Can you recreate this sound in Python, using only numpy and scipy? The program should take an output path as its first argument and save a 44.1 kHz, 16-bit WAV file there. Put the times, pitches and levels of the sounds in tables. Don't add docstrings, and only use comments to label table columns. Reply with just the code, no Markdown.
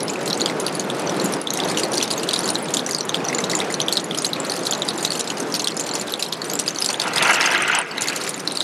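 import sys
import numpy as np
from scipy import signal
from scipy.fft import rfft, irfft
from scipy.io import wavfile
from scipy.ndimage import uniform_filter1d

SR = 44100
rng = np.random.default_rng(int(sys.argv[2]) if len(sys.argv) > 2 else 0)


def transcribe(signal):
    frames = np.atleast_2d(signal).T
    limited = np.clip(frames, -1, 1)
    pcm = np.round(limited * 32767).astype(np.int16)
    wavfile.write(sys.argv[1], SR, pcm)


def to_linear_factor(level_db):
    exponent = np.asarray(level_db, float) / 20
    return 10 ** exponent


N = 380583

# (time of the peak [s], main bubble's level [dB], its pitch [Hz],
#  second bubble's level [dB], its pitch [Hz], level of the spray after it [dB])
DROP_LANDINGS = [(0.0063, -18, 5600, -27, 3920, -36), (0.032, -14, 10400, -45, 7140, -49),
                 (0.0826, -17.5, 5170, -30, 3430, -36), (0.095, -26, 2410, -30, 3000, -41),
                 (0.0999, -15, 6930, -28, 2410, -46), (0.1584, -18, 2500, -34, 6900, -58),
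                 (0.259, -20, 7200, -30, 8900, -31), (0.278, -16, 4120, -30, 8010, -28),
                 (0.302, -16, 4200, -17, 5500, -46), (0.3084, -11.5, 3800, -34, 6000, -50),
                 (0.3307, -9, 4170, -14.5, 5560, -48), (0.3764, -19, 8060, -31, 4500, -39),
                 (0.4, -19, 4300, -21, 3510, -42), (0.4087, -11.5, 6870, -21, 3500, -39),
                 (0.417, -7, 4150, -26, 7140, -49), (0.4604, -7.5, 3290, -9.5, 4670, -30),
                 (0.4994, -20, 2100, -33, 3400, -33.5), (0.6012, -18, 6600, -18, 9460, -28.5),
                 (0.6666, -10, 4410, -15, 10070, -33), (0.6824, -18.5, 2820, -25, 3630, -46),
                 (0.7527, -16, 10200, -20.5, 4580, -34), (0.7975, -12.5, 6570, -21, 4470, -30),
                 (0.9014, -12.5, 3500, -44, 2070, -61), (0.9969, -23, 9940, -25, 7950, -42),
                 (1.0959, -15.5, 5860, -19, 3530, -38), (1.2, -14, 4160, -29, 5270, -44),
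                 (1.2444, -17, 11150, -30, 6680, -33), (1.2603, -15, 6900, -24, 9430, -48),
                 (1.3251, -20, 9300, -29, 11610, -44), (1.338, -16, 5530, -20, 9800, -33),
                 (1.4156, -17.5, 9800, -39, 5610, -39), (1.473, -9.5, 3520, -37, 6200, -58),
                 (1.5058, -11, 6480, -14, 4030, -49), (1.5376, -18.5, 6550, -18, 11460, -28),
                 (1.5569, -23, 3780, -32, 5310, -46), (1.5745, -18, 6230, -16, 8700, -31),
                 (1.5906, -21, 2730, -23, 2040, -49), (1.6024, -11, 3480, -19, 4700, -49),
                 (1.6372, -16, 3700, -18.5, 4600, -53), (1.6869, -22, 4240, -28, 9980, -30),
                 (1.6995, -19.5, 4510, -25, 6910, -33), (1.7145, -20, 2230, -25, 8000, -32),
                 (1.7475, -19, 3570, -32, 7500, -46), (1.7738, -11, 2950, -22, 5900, -28),
                 (1.7856, -18, 5840, -24, 2850, -31), (1.7964, -18.5, 6700, -17, 2810, -27),
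                 (1.835, -10.5, 4420, -19, 7480, -30), (1.8527, -24, 4300, -24, 5850, -49),
                 (1.92, -20, 5800, -24, 9100, -33), (1.935, -24, 4200, -20, 6600, -28),
                 (1.942, -24, 5620, -31, 3530, -37), (1.9552, -23, 6730, -21, 5490, -35),
                 (1.9745, -17, 4340, -18, 8490, -30), (1.981, -11, 5680, -9, 4610, -47),
                 (2.004, -24, 4450, -18, 2520, -54), (2.013, -10.5, 3320, -32, 4820, -53),
                 (2.0275, -9, 4150, -8, 5940, -21), (2.0427, -20, 5270, -24, 3520, -50),
                 (2.0789, -24, 6290, -32, 4300, -54), (2.105, -24, 4310, -30, 6000, -25.5),
                 (2.113, -9, 4650, -18, 9400, -41), (2.1292, -23, 9100, -26, 4390, -35),
                 (2.138, -16, 3960, -25, 7240, -55), (2.179, -18, 6560, -27, 4320, -46),
                 (2.1979, -21, 4790, -25, 3540, -50), (2.2339, -19, 2720, -25, 9140, -34),
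                 (2.291, -9, 4260, -13, 3300, -36), (2.311, -16, 3970, -18, 2950, -37),
                 (2.3342, -13, 3530, -13, 9100, -33), (2.3403, -10.5, 3770, -8, 4710, -48),
                 (2.363, -8.5, 3920, -28, 2340, -44), (2.3913, -11, 9690, -13.5, 5520, -41),
                 (2.4062, -20, 4430, -32, 5750, -45), (2.4353, -21, 7200, -30, 3290, -46),
                 (2.4438, -15.5, 4430, -35, 2350, -47), (2.458, -16, 7010, -24, 9000, -38),
                 (2.4782, -21, 3910, -18, 10680, -37), (2.4914, -14.5, 4220, -16, 5450, -33),
                 (2.5039, -8.5, 9270, -22, 4160, -43), (2.5484, -21, 7680, -36, 2530, -44),
                 (2.556, -8, 3970, -25, 6760, -53), (2.7403, -6.5, 6650, -20.5, 8740, -21.5),
                 (2.7703, -8.5, 3520, -16, 7150, -29), (2.7948, -15, 3500, -18, 4160, -39),
                 (2.8646, -13.5, 5870, -20, 7630, -30), (2.8917, -18.5, 2060, -33, 4150, -30),
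                 (2.9111, -15, 4730, -20, 8680, -34), (2.9334, -17, 5800, -29, 4510, -40),
                 (2.9487, -6.5, 4700, -14.5, 6450, -52), (2.9658, -20, 4570, -27, 8800, -59),
                 (2.9866, -17.5, 8200, -17.5, 4430, -50), (3.0088, -14, 4190, -12.5, 5790, -49),
                 (3.094, -12, 3600, -13, 6330, -46), (3.1451, -4, 3300, -19, 4280, -35),
                 (3.2051, -25, 2440, -33, 3530, -55), (3.2511, -14, 5770, -37, 7900, -50),
                 (3.2868, -10, 5850, -21, 4590, -54), (3.3, -19, 2080, -33, 5660, -41),
                 (3.3296, -14.5, 2030, -22, 2590, -36), (3.349, -10.5, 6900, -24, 4360, -37),
                 (3.385, -13.5, 7070, -16, 4100, -38), (3.3893, -14.5, 2070, -21, 7210, -51),
                 (3.441, -11, 3800, -21, 6550, -29), (3.499, -14, 3960, -21, 6840, -27),
                 (3.5152, -14, 5400, -18, 6990, -28), (3.535, -15.5, 1980, -21, 4490, -49),
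                 (3.549, -25, 2550, -28, 1780, -44), (3.5527, -6, 7150, -25, 5700, -37),
                 (3.569, -16, 6920, -32, 9150, -41), (3.5907, -18.5, 9000, -23, 3110, -31),
                 (3.6034, -9.5, 3670, -23.5, 5500, -45), (3.6146, -18, 2110, -28, 2770, -50),
                 (3.6204, -16, 2350, -28, 5500, -53), (3.7033, -17.5, 1960, -26, 6830, -35),
                 (3.7256, -21, 9280, -19, 7000, -40), (3.7422, -12.5, 4170, -14, 5960, -44),
                 (3.8027, -7.5, 3270, -11, 4130, -37), (3.8163, -10, 6020, -21, 3570, -43),
                 (3.8844, -4, 3390, -35, 5870, -58), (3.9264, -9, 4200, -18, 7770, -23),
                 (3.9355, -19, 4360, -20, 8200, -45), (3.956, -16, 4270, -32, 5760, -41),
                 (3.971, -4.5, 3960, -14, 4950, -33), (3.9767, -5, 3840, -27, 5470, -42),
                 (3.999, -23, 4050, -33, 6590, -34), (4.0438, -21.5, 6900, -21, 10620, -46),
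                 (4.1113, -12, 3390, -27, 2090, -50), (4.1479, -16, 3100, -27.5, 4080, -32),
                 (4.1764, -22, 5200, -16, 10800, -37), (4.1868, -11.5, 6650, -14, 4980, -37),
                 (4.2223, -15, 9200, -27, 6510, -32), (4.2477, -7.5, 4100, -13.5, 8070, -19),
                 (4.267, -13.5, 6460, -25, 10680, -43), (4.3333, -8, 3920, -30, 11400, -37),
                 (4.3657, -20.5, 2400, -36, 4330, -58), (4.402, -14, 7500, -29, 9500, -48),
                 (4.45, -20, 4200, -22, 9150, -32), (4.4987, -14.5, 4390, -24, 5780, -28),
                 (4.521, -14, 4160, -18, 8600, -37), (4.5395, -21, 5040, -25, 10800, -44),
                 (4.5533, -28, 4390, -42, 7050, -52), (4.577, -23, 4290, -36, 8660, -50),
                 (4.5924, -22, 6230, -35, 10900, -39), (4.6355, -25, 4940, -26, 6740, -46),
                 (4.6536, -25, 7030, -25, 4200, -28), (4.6695, -7, 4070, -25, 7400, -29),
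                 (4.7109, -10.5, 6960, -29, 4890, -48), (4.7253, -9, 3420, -17, 4470, -47),
                 (4.7354, -15, 6260, -14, 4200, -50), (4.751, -22, 6730, -17, 3970, -51),
                 (4.821, -7, 3670, -19.5, 7000, -54), (4.8819, -19, 4720, -37, 6870, -50),
                 (4.8886, -11, 4710, -11, 3810, -51), (4.9073, -16.5, 4100, -35, 1770, -49),
                 (4.9785, -20, 7180, -31, 11200, -31), (5.0096, -24, 9130, -23, 4770, -44),
                 (5.029, -18, 8500, -18, 7010, -34), (5.051, -9.5, 3800, -15, 6900, -25),
                 (5.0775, -18, 4210, -33, 7080, -45), (5.106, -10.5, 4500, -22, 10100, -44),
                 (5.1212, -13, 4200, -19, 8640, -37), (5.1381, -23, 6990, -36, 9570, -49),
                 (5.153, -21, 2870, -21, 7100, -35), (5.1955, -14.5, 6900, -22, 10700, -24.5),
                 (5.2101, -20.5, 4060, -25, 5560, -57), (5.2768, -23, 7550, -26, 3900, -34),
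                 (5.3036, -14.5, 2940, -17, 6700, -32), (5.373, -23, 4800, -31, 6550, -34),
                 (5.4035, -18.5, 6340, -20, 8600, -38), (5.5242, -16.5, 5520, -26, 7020, -51),
                 (5.5423, -9, 4770, -40, 10620, -31), (5.5518, -15, 4320, -15, 5680, -31),
                 (5.5614, -16, 5350, -24, 6750, -52), (5.596, -14.5, 6470, -18.5, 4250, -25),
                 (5.6207, -19, 7000, -25, 5600, -37), (5.645, -10.5, 4070, -19, 7720, -39),
                 (5.674, -7.5, 3330, -13, 8860, -33), (5.6845, -17, 5600, -20, 3540, -54),
                 (5.7212, -21, 4230, -33, 5710, -54), (5.7686, -20, 10700, -17, 6950, -44),
                 (5.7755, -17, 5100, -28, 8850, -40), (5.7974, -13.5, 6610, -21, 9770, -44),
                 (5.8043, -19, 8000, -29, 4970, -46), (5.8112, -15, 7160, -31, 4760, -52),
                 (5.8395, -20, 7060, -35, 4170, -39), (5.8665, -24, 7210, -26, 9000, -28),
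                 (5.8915, -20, 5740, -21, 4300, -39), (5.9378, -16, 4600, -31, 1830, -42),
                 (5.9533, -12.5, 5480, -14.5, 6940, -24.5), (5.9981, -16, 7130, -35, 1830, -44),
                 (6.013, -18, 4140, -22, 7100, -31), (6.0837, -19.5, 3680, -33, 1950, -60),
                 (6.123, -19, 11500, -20, 4050, -54), (6.1391, -8, 3680, -19, 7970, -50),
                 (6.1963, -19, 2720, -31, 6660, -30), (6.2266, -15.5, 4000, -16, 5030, -23),
                 (6.2633, -18, 4060, -31, 5620, -43), (6.327, -12, 3540, -14.5, 4700, -32),
                 (6.3343, -18.5, 4100, -32, 5700, -48), (6.419, -14, 4350, -29, 1780, -63),
                 (6.5, -16, 6400, -18.5, 4600, -39), (6.5156, -19, 6620, -30, 11470, -49),
                 (6.5361, -15.5, 7470, -18, 11800, -43), (6.555, -12.5, 7400, -32, 3200, -39),
                 (6.5917, -14, 7360, -28, 4290, -28), (6.5978, -14.5, 5780, -11.5, 9300, -29),
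                 (6.6625, -24, 2530, -29, 3510, -36), (6.68, -5.5, 4770, -25, 10300, -32),
                 (6.6867, -14.5, 6600, -19, 3540, -51), (6.708, -18, 6260, -31, 2850, -48),
                 (6.761, -18, 4350, -28, 7160, -47), (6.7872, -12, 6020, -23, 3500, -45),
                 (6.8061, -17, 10900, -25, 8800, -49), (6.8178, -23, 5440, -20, 2800, -40),
                 (6.8234, -7, 4900, -23, 3680, -40), (6.8456, -16, 10100, -32, 4700, -25),
                 (6.8622, -17, 4320, -11, 7350, -27), (6.89, -9, 4500, -17, 5960, -37),
                 (6.9027, -16, 5650, -23, 8560, -30), (6.9305, -17, 9150, -18, 6920, -35),
                 (6.9436, -11.5, 3380, -41, 6860, -49), (6.9996, -8, 4480, -13, 3600, -25.5),
                 (7.0184, -13, 3500, -16, 4800, -29), (7.0394, -26, 3740, -26, 10330, -36),
                 (7.136, -16, 4100, -33, 6840, -31), (7.1613, -12, 4880, -16, 8700, -27),
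                 (7.1744, -18, 4960, -15, 3430, -35), (7.1823, -5, 3600, -20, 5150, -33),
                 (7.2253, -9, 3520, -18.5, 10300, -21), (7.2523, -16.5, 5900, -22, 3430, -35),
                 (7.2797, -16, 4470, -27, 6760, -33), (7.296, -21, 10300, -22, 5180, -33),
                 (7.3086, -18, 10000, -20, 6100, -29), (7.3325, -18, 7500, -23, 4440, -28),
                 (7.3447, -23, 5540, -30, 7450, -26), (7.4112, -6.5, 5300, -17, 3650, -33),
                 (7.4193, -21, 5350, -19, 3750, -39), (7.4285, -20, 5180, -18, 4100, -41),
                 (7.4417, -16, 4500, -13.5, 3340, -31), (7.46, -9, 6280, -26, 4520, -28),
                 (7.5061, -19, 4760, -27, 3440, -43), (7.514, -21, 5670, -25, 8270, -31),
                 (7.5359, -22, 3730, -24, 8860, -42), (7.5498, -14, 3820, -26, 5080, -44),
                 (7.5797, -24, 7310, -22, 4100, -46), (7.6232, -14, 8770, -26, 5820, -42),
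                 (7.6798, -19.5, 7630, -28.5, 5960, -36), (7.7166, -23, 4150, -26, 6900, -43),
                 (7.7509, -13, 7670, -23.5, 5960, -31), (7.7888, -7, 9260, -29, 7300, -48),
                 (7.9818, -13, 3880, -15.5, 2010, -55), (8.0103, -17, 9550, -19, 6800, -38),
                 (8.021, -11, 6950, -29, 3700, -26), (8.041, -23, 2050, -35, 3560, -55),
                 (8.0587, -18, 2170, -28, 3530, -44), (8.075, -16, 6650, -17, 1880, -34),
                 (8.0855, -10.5, 4320, -17, 6750, -27), (8.101, -22, 2300, -18, 1640, -46),
                 (8.1231, -22, 2360, -33, 3970, -54), (8.152, -32, 2290, -35, 1670, -43),
                 (8.163, -19, 7240, -19.5, 4330, -28), (8.216, -20, 4200, -23, 5500, -37),
                 (8.2773, -20, 1860, -23, 7110, -33), (8.2934, -12.5, 9700, -24, 7200, -34),
                 (8.3435, -18, 7000, -31, 2150, -45), (8.379, -26, 2420, -26, 8930, -50),
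                 (8.4761, -6.5, 4100, -15, 5350, -43), (8.513, -17, 4050, -31, 2930, -53),
                 (8.5227, -17, 9100, -25, 3960, -52), (8.557, -23.5, 3940, -26, 10330, -43),
                 (8.5735, -9, 4570, -16.5, 8700, -50), (8.6064, -6.5, 3780, -35, 2680, -52),
                 (8.6127, -10, 3780, -21, 4740, -44)]


def evened(x):
    return x / np.sqrt(np.mean(x ** 2) + 1e-20)


def read(points, hz):
    f, value = np.transpose(points)
    return np.interp(np.log(hz + 1), np.log(f + 1), value)


def level(rows, t, axis=1):
    rows = np.asarray(rows)
    return np.interp(t, rows[:, 0], rows[:, axis])


def add(mix, s, sound):
    part = mix[max(round(s * SR), 0):][:len(sound)]
    part += sound[:len(part)]


def ring(hz, cycles, glide, phase):
    u = np.arange(int(3 * cycles * SR / hz) + 2) * hz / SR / cycles
    envelope = (u * np.exp(1 - u)) ** 2.5
    turns = cycles * u * (1 + glide * (u - 2)) + phase
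    return envelope * np.sin(2 * np.pi * turns)


def grains(pitches, per_s, spread_db, ms, glide, count=40):
    size = to_linear_factor(spread_db * np.minimum(rng.exponential(1, N), 4))
    size = size * (rng.random(N) < per_s / SR)
    which = rng.integers(0, count, N)
    phase = rng.random(count)
    out = np.zeros((2, N))
    for k, hz in enumerate(np.geomspace(pitches[0][0], pitches[-1][0], count)):
        tone = to_linear_factor(read(pitches, hz)) * ring(hz, ms * hz / 1000, glide, phase[k])
        starts = np.flatnonzero(size * (which == k))
        places = starts[:, None] + np.arange(len(tone))
        copies = np.outer(size[starts], tone)
        out[int(hz > 1150)] += np.bincount(places.ravel(), copies.ravel(), N)[:N]
    return evened(out)


def lumps(per_s, ms):
    starts = rng.exponential(1, N) * (rng.random(N) < per_s / SR)
    return evened(signal.lfilter([1], [1, -np.exp(-1000 / (ms * SR))], starts))


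def drops():
    bubbles = []
    for s, *pair, spray in DROP_LANDINGS:
        for db, hz in (pair[:2], pair[2:]):
            bubbles.append((s, db, hz))
    out, landings = np.zeros(N), np.zeros(N)
    chance = rng.random((len(bubbles), 3, 4))
    for (s, db, hz), family in zip(bubbles, chance):
        rise = np.clip(.0011 - .00003 * (db + 9.5), .0004, .003)
        add(landings, s - rise, to_linear_factor([0.93 * db]))
        for k, (turn, size, late, off) in enumerate(family):
            shed = min(k, 1)
            pitch_hz = hz * (1 + 0.31 * shed * (off - .5))
            span = rise * (0.82 + .3 * size)
            weaker_db = shed * (13.5 + 3.7 * size)
            delay = shed * (0.0049 + 0.026 * late)
            tone = to_linear_factor(db - 0.42 - weaker_db) * ring(pitch_hz, span * pitch_hz, glide=0.014, phase=turn)
            add(out, s - span + delay, tone)
    return out, landings


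def splash(landings):
    # (frequency [Hz], relative level [dB per Hz])
    splash_colour = [(1500, 6), (2800, -9.5), (4500, 5), (7000, -7), (10000, -3), (12500, -11.5),
                     (15500, -35)]
    t = np.arange(SR // 20) / SR
    snap = np.minimum(t / 0.001, 1) * to_linear_factor(-60 * t / 0.018)
    burst = signal.oaconvolve(landings, snap)[:N]
    colour = to_linear_factor(read(splash_colour, np.fft.rfftfreq(N, 1 / SR)))
    hiss = irfft(rfft(rng.standard_normal(N)) * colour, N)
    return to_linear_factor(-17.0) * burst * evened(hiss)


def spatter(landings):
    # (time [s], level [dB])
    spatter_curve = [(0.0, -42.5), (0.88, -44), (1.2, -38), (1.45, -46.5), (1.7, -43.5), (2.5, -40.5),
                     (2.95, -45), (3.6, -45.5), (4.3, -46), (4.55, -40), (5.4, -42.5), (6.35, -44),
                     (6.6, -41), (7.3, -42), (7.73, -40.5), (7.82, -53), (7.88, -42.5), (8.05, -42.5),
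                     (8.63, -41)]
    # (pitch [Hz], relative level [dB])
    bubble_pitches = [(2400, -7), (3300, -3), (4300, 3), (5200, 0.5), (6900, 1.5), (8000, 0), (9500, 1.5),
                      (11500, -4.5), (14000, -20.5)]
    spray_ms, spray_db = 14.4, 3.5
    drips_db = 3
    fizz = grains(bubble_pitches, per_s=3000, spread_db=3.5, ms=0.47, glide=0.0051).sum(0)
    drips = grains(bubble_pitches, per_s=700, spread_db=3.5, ms=2.0, glide=0.01).sum(0)
    clumps = evened(signal.oaconvolve(landings, signal.windows.hann(round(0.0076 * SR)), "same"))
    sprays = np.zeros(N)
    u = np.arange(round(3 * spray_ms * SR / 1000)) * 1000 / SR / spray_ms
    shape = np.minimum(u / 0.18, 1) * np.exp(-u ** 1.7)
    for s, *bubbles, db in DROP_LANDINGS:
        add(sprays, s - .003, to_linear_factor(db + spray_db) * shape)
    steady = to_linear_factor(level(spatter_curve, np.arange(N) / SR) - 3.0)
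    fizz_envelope = steady * (0.22 + 0.86 * lumps(45, ms=6.4) + 1.0 * clumps) + 0.51 * sprays
    drip_envelope = steady * (0.22 + 0.79 * lumps(60, ms=5.6)) + 0.18 * sprays
    return fizz_envelope * fizz + drip_envelope * to_linear_factor(drips_db) * drips


def hollow(x):
    tail_db, fade_s = -10, 0.044
    t = np.arange(SR // 8) / SR
    tail = rng.standard_normal(len(t)) * to_linear_factor(-60 * t / fade_s) * np.minimum(t / 0.0018, 1)
    return x + to_linear_factor(tail_db) * signal.oaconvolve(x, tail / np.linalg.norm(tail))[:N]


def surf():
    # (time [s], level [dB])
    surf_curve = [(0.0, -28), (0.62, -26), (0.84, -27.5), (1.24, -23), (1.37, -26), (1.45, -32),
                  (1.63, -24), (2.1, -28), (2.51, -27), (3.0, -31), (3.15, -27.5), (3.66, -27),
                  (4.03, -31.5), (4.5, -28.5), (5.17, -30.5), (5.41, -30), (5.74, -33), (5.95, -30.5),
                  (6.29, -34.5), (6.51, -31), (6.86, -34), (7.2, -30), (7.7, -34), (7.84, -40), (7.93, -37),
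                  (8.13, -33), (8.63, -35)]
    # (frequency [Hz], relative level [dB per Hz])
    surf_colour = [(35, -58), (70, -71), (115, -6.5), (170, 5), (234, -1.5), (300, 3.5), (480, 1),
                   (744, -3.5), (1450, -9), (1960, -13), (3200, -19), (4200, -22), (5500, -26),
                   (10600, -37), (15000, -53)]
    bright_start_db, bright_end_db = -0.78, 1.7
    frames, hz = N // 256 + 5, np.fft.rfftfreq(1024, 1 / SR)
    a, b, patches = rng.standard_normal((frames, 513, 3)).T
    patches = uniform_filter1d(patches, size=14, axis=1)
    patches = evened(uniform_filter1d(patches, size=10, axis=0))
    octaves = np.clip(np.log2((hz + 1) / 500), 0, 2)[:, None]
    tilt_db = octaves * np.linspace(bright_start_db, bright_end_db, frames)
    spectra = (a + 1j * b) * to_linear_factor(read(surf_colour, hz)[:, None] + 1.18 * patches)
    untilted = signal.istft(spectra, nperseg=1024, noverlap=768)[1]
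    scale = np.sqrt(np.mean(untilted ** 2))
    roar = signal.istft(spectra * to_linear_factor(tilt_db), nperseg=1024, noverlap=768)[1][:N] / scale
    return to_linear_factor(level(surf_curve, np.arange(N) / SR) + 2.5) * roar


def pebbles():
    # (time [s], level [dB], small stones over large ones [dB])
    grind_curve = [(6.88, -48, -7), (6.9, -23.5, 1), (6.93, -45, 1), (7.02, -32.5, -8), (7.07, -24.5, -8),
                   (7.12, -33, 0), (7.17, -24, 1), (7.25, -19.5, -0.5), (7.49, -23, 2), (7.55, -23, 5),
                   (7.63, -27.5, 10.5), (7.73, -24.5, 5), (7.79, -19, -5), (7.84, -35, 2), (7.98, -33, -1),
                   (8.12, -36.5, 8), (8.3, -41, 6)]
    # (pitch [Hz], relative level [dB])
    knock_pitches = [(380, -16), (520, -14.5), (800, 5.5), (1100, -3), (1500, 6), (2200, 3.5), (2800, 6.5),
                     (3300, -5.5), (4500, -11.5), (6500, -9)]
    t = np.arange(N) / SR
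    inside = (t > grind_curve[0][0]) & (t < grind_curve[-1][0])
    large, small = grains(knock_pitches, per_s=5000, spread_db=2.0, ms=1.65, glide=0.00091)
    tilt = to_linear_factor(level(grind_curve, t, axis=2) / 2)
    stroke = to_linear_factor(level(grind_curve, t) - 0.5) * inside * (0.81 + 0.16 * lumps(78, ms=8))
    return stroke * (large / tilt + small * tilt)


def scene():
    bubbles, landings = drops()
    nearby = bubbles + splash(landings) + spatter(landings) + pebbles()
    mono = hollow(nearby) + surf()
    return np.array([mono, mono])


def band_limit(x):
    return signal.sosfilt(signal.butter(12, 16350, fs=SR, output="sos"), x)


def record(dry):
    bass_cut_hz, edge_hz = 162, 15900
    thin = signal.sosfilt(signal.butter(2, bass_cut_hz, "high", fs=SR, output="sos"), dry)
    edge = signal.firwin(255, edge_hz, window=("kaiser", 8), fs=SR)
    mix = signal.oaconvolve(thin, edge[None], "same")
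    return band_limit(mix)


dry = scene()
out = record(dry)
transcribe(out)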